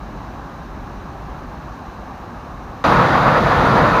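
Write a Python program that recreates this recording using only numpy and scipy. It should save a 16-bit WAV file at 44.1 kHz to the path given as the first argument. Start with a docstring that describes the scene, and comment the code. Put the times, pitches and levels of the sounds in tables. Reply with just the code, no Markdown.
"""A low dam on a creek, first from the lawn behind a mill: a soft, even rush over a low rumble.
After an abrupt cut the microphone stands right above the fall. The sheet of water booms into the pool,
churns up dense bubbles in quick surges and throws off a hiss of spray.
The water is coloured noise plus swarms of damped tones for its bubbles and drops."""
import sys
import numpy as np
from scipy import signal
from scipy.fft import rfft, irfft, next_fast_len
from scipy.io import wavfile
from scipy.ndimage import uniform_filter1d, minimum_filter1d, map_coordinates

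SR = 44100
rng = np.random.default_rng(int(sys.argv[2]) if len(sys.argv) > 2 else 0)


def waveform_to_disk(signal):
    """Save audio, clipped to [-1, 1], as 16-bit WAV at the path in sys.argv[1]."""
    frames = np.transpose(np.atleast_2d(signal))
    scaled = np.clip(frames, -1, 1) * 32767
    samples = np.round(scaled).astype(np.int16)
    wavfile.write(sys.argv[1], SR, samples)


N = 176400
T = np.arange(N) / SR


def amp(db):
    return 10 ** (np.asarray(db) / 20)


def unit_rms(x):
    return x / np.sqrt(np.mean(x ** 2) + 1e-20)


def curves(rows):
    """One per-sample curve for each column after the time."""
    times_s, *columns = np.transpose(rows)
    return [np.interp(T, times_s, column) for column in columns]


def wobble(knots_per_s):
    """Smooth random curve."""
    return map_coordinates(rng.standard_normal(2048), [T * knots_per_s], mode="wrap")


def filtered(x, gain_at_hz):
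    size = next_fast_len(N + SR // 2)
    return irfft(rfft(x, size) * gain_at_hz(np.fft.rfftfreq(size, 1 / SR)), size)[:N]


def coloured(x, spectrum):
    """x shaped by (Hz, dB) points on a log axis, at rms 1."""
    points_hz, points_db = np.transpose(spectrum)

    def gain(hz):
        return amp(np.interp(np.log(hz + 1), np.log(points_hz), points_db, left=-120, right=-120))
    return unit_rms(filtered(x, gain))


def water_noise(spectrum, patchy_db):
    """Coloured noise with random gain patches in time and frequency."""
    bins = signal.stft(rng.standard_normal(N), nperseg=512)[2]
    patches = uniform_filter1d(rng.standard_normal(bins.shape), size=6, axis=0)
    patches = unit_rms(uniform_filter1d(patches, size=8, axis=1))
    noise = signal.istft(bins * amp(patchy_db * patches), nperseg=512)[1][:N]
    return coloured(noise, spectrum)


def bubbles(spectrum, per_s, centre_hz, log_spread, q, rise, size_db):
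    """Bubbles of random pitch and size ring, each rising as it dies; the swarm is coloured, at rms 1."""
    count = int(per_s * N / SR)
    onset, size_rank = rng.random((count, 2)).T
    hz = centre_hz * np.exp(log_spread * rng.standard_normal((count, 1)))
    hz = np.clip(hz, centre_hz / 3, SR / 3)
    offsets = np.arange(min(int(2 * q * SR / centre_hz), 4500000 // count))
    age = hz * offsets / SR / q  # 1 after q cycles
    gain = amp(-size_db * np.log(1 - size_rank))[:, None]
    phase = 2 * np.pi * q * age * (1 + rise * np.minimum(age, 2) / 2)
    tones = gain * np.exp(-np.pi * age) * np.sin(phase)
    samples = (onset * N).astype(int)[:, None] + offsets
    return coloured(np.bincount(samples.ravel(), tones.ravel(), N)[:N], spectrum)


def glugs(spectrum, log_spread, rise, size_db):
    """Large bubbles that ring on."""
    return bubbles(spectrum, per_s=600, centre_hz=952.3, log_spread=log_spread,
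                   q=42, rise=rise, size_db=size_db)


# Hiss spectrum. Each row: frequency in Hz, relative level in dB.
HISS_SPECTRUM = [(1000, 0), (8000, -0.54), (11500, -1.9), (15500, 2)]

def mic_hiss():
    """Faint, steady self-noise of the microphone."""
    return amp(-65) * coloured(rng.standard_normal(N), HISS_SPECTRUM)


# Rumble spectrum. Each row: frequency in Hz, relative level in dB.
RUMBLE_SPECTRUM = [(12, -47.9), (22, -20), (32, -9), (50, 2), (85, -9), (145, -8), (280, -10), (440, -18),
                   (560, -53.4)]
# Rumble envelope. Each row: time in seconds, level in dB.
RUMBLE_LEVELS = [(0, -33.5), (1.3, -33), (1.8, -34.5), (2.8, -34.5)]

def far_rumble():
    """The low end of the fall, from the lawn."""
    level_db, = curves(RUMBLE_LEVELS)
    return amp(level_db) * water_noise(RUMBLE_SPECTRUM, patchy_db=0.2)


# Distant rush spectrum. Each row: frequency in Hz, relative level in dB.
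RUSH_SPECTRUM = [(380, -33), (480, -5.5), (650, -4), (810, -0.5), (940, -3), (1120, -0.5), (1450, -9),
                 (1650, -8), (1950, -17), (2750, -20.5), (3350, -27.0), (3950, -22.5), (4700, -29.4),
                 (6200, -29), (7000, -35.5), (9500, -70.6)]

def far_rush():
    """Distance blurs the fall into an even rush with a faint gurgle."""
    gurgle = glugs(RUSH_SPECTRUM, log_spread=0.5015, rise=0.016, size_db=1.5)
    level_db = -36.5 + 0.22 * wobble(14)
    rush = water_noise(RUSH_SPECTRUM, patchy_db=0.47)
    return amp(level_db) * unit_rms(rush + amp(-6) * gurgle)


# Spray spectrum. Each row: frequency in Hz, relative level in dB.
SPRAY_SPECTRUM = [(2300, -11), (3000, -4), (3800, 0.0), (4350, -5), (4800, -6), (5350, -12.9),
                  (6100, -12.5), (7200, -18.7), (8600, -23), (9600, -23.5), (10700, -31), (11400, -22.5),
                  (12200, -23), (12800, -28), (13800, -64.5)]

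def spray(level_db):
    """Mist and small drops thrown off the fall hiss."""
    mist = water_noise(SPRAY_SPECTRUM, patchy_db=0.7)
    drops = bubbles(SPRAY_SPECTRUM, per_s=5000, centre_hz=4470, log_spread=0.42,
                    q=3.7, rise=0.1, size_db=1.5)
    return amp(level_db) * unit_rms(mist + amp(-4) * drops)


# Boom spectrum. Each row: frequency in Hz, relative level in dB.
BOOM_SPECTRUM = [(12, -52.0), (22, -17.0), (45, -2.5), (85, -5.5), (140, 2.5), (240, -3), (340, -4),
                 (420, -9), (540, -37)]

def boom(level_db):
    """The sheet of water plunges into the pool."""
    return amp(level_db + 0.82 * wobble(25)) * water_noise(BOOM_SPECTRUM, patchy_db=0.63)


# Churn spectrum. Each row: frequency in Hz, relative level in dB.
CHURN_SPECTRUM = [(360, -53), (460, -2), (560, -2.5), (900, -0.4), (1150, 0.0), (1450, -1.5), (1600, -8),
                  (1800, -7.5), (2050, -12.5), (2650, -17.5), (3400, -32.5)]
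# Churn envelope. Each row: time in seconds, level in dB before surges.
CHURN_LEVELS = [(2.845, -11.5), (2.915, -15), (2.927, -10), (2.987, -14.5), (2.997, -12), (3.093, -15),
                (3.159, -12.5), (3.169, -16), (3.287, -13), (3.345, -14.5), (3.361, -11.5), (3.417, -18.5),
                (3.449, -14), (3.873, -13.5), (3.879, -16), (3.99, -13)]

def churn(surge_db):
    """Air churned into the pool foams and rings as dense bubbles."""
    level_db, = curves(CHURN_LEVELS)
    foam = water_noise(CHURN_SPECTRUM, patchy_db=1.2)
    blips = bubbles(CHURN_SPECTRUM, per_s=2500, centre_hz=1102, log_spread=0.682,
                    q=7.5, rise=0.13, size_db=2.1)
    gurgle = glugs(CHURN_SPECTRUM, log_spread=0.6, rise=0.032, size_db=2.0)
    return amp(level_db + surge_db) * unit_rms(foam + amp(-4.5) * blips + amp(-5.5) * gurgle)


# Close envelopes. Each row: time in seconds, boom base level in dB, spray base level in dB.
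BOOM_SPRAY_LEVELS = [(2.845, -19.5, -31), (2.88, -16.5, -32.5), (3.03, -19, -34.5), (3.39, -20.5, -35),
                     (3.66, -18, -34), (3.99, -20.5, -35.5)]

def near_fall():
    """The fall from right above; the same surges drive churn and spray."""
    boom_db, spray_db = curves(BOOM_SPRAY_LEVELS)
    surge_db = 0.68 * wobble(55)
    return boom(boom_db) + churn(surge_db) + spray(spray_db + 0.46 * surge_db)


def scene():
    """The far position, a moment of silence at the cut, then the near one."""
    cut_s, gap_s, fade_s = 2.8356, 0.0043, 0.0008
    far_gate = np.clip((cut_s - T) / fade_s, 0, 1)
    near_gate = np.clip((T - cut_s - gap_s) / fade_s, 0, 1)
    return ((far_rumble() + far_rush()) * far_gate + near_fall() * near_gate)[None]


def limited(x, limit_db, hold_s):
    """The gain ducks smoothly round each peak that would pass the limit."""
    width = 2 * int(hold_s * SR / 2) + 1
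    gain = np.minimum(1, amp(limit_db) / (np.abs(x) + 1e-9))
    held = minimum_filter1d(gain, 2 * width + 1)
    return x * uniform_filter1d(uniform_filter1d(held, width), width)


def record(dry):
    """Microphone chain: narrow treble notch, peak limiter, hiss, band limit."""
    notch_hz, width_hz, notch_db, top_hz = 7920, 250, -31, 15750
    notched = filtered(dry[0], lambda hz: amp(notch_db * np.exp(-((hz - notch_hz) / width_hz) ** 2)))
    heard = limited(notched, limit_db=-1.9, hold_s=0.005) + mic_hiss()
    return filtered(heard, lambda hz: hz < top_hz)[None]


dry = scene()
out = record(dry)
waveform_to_disk(out)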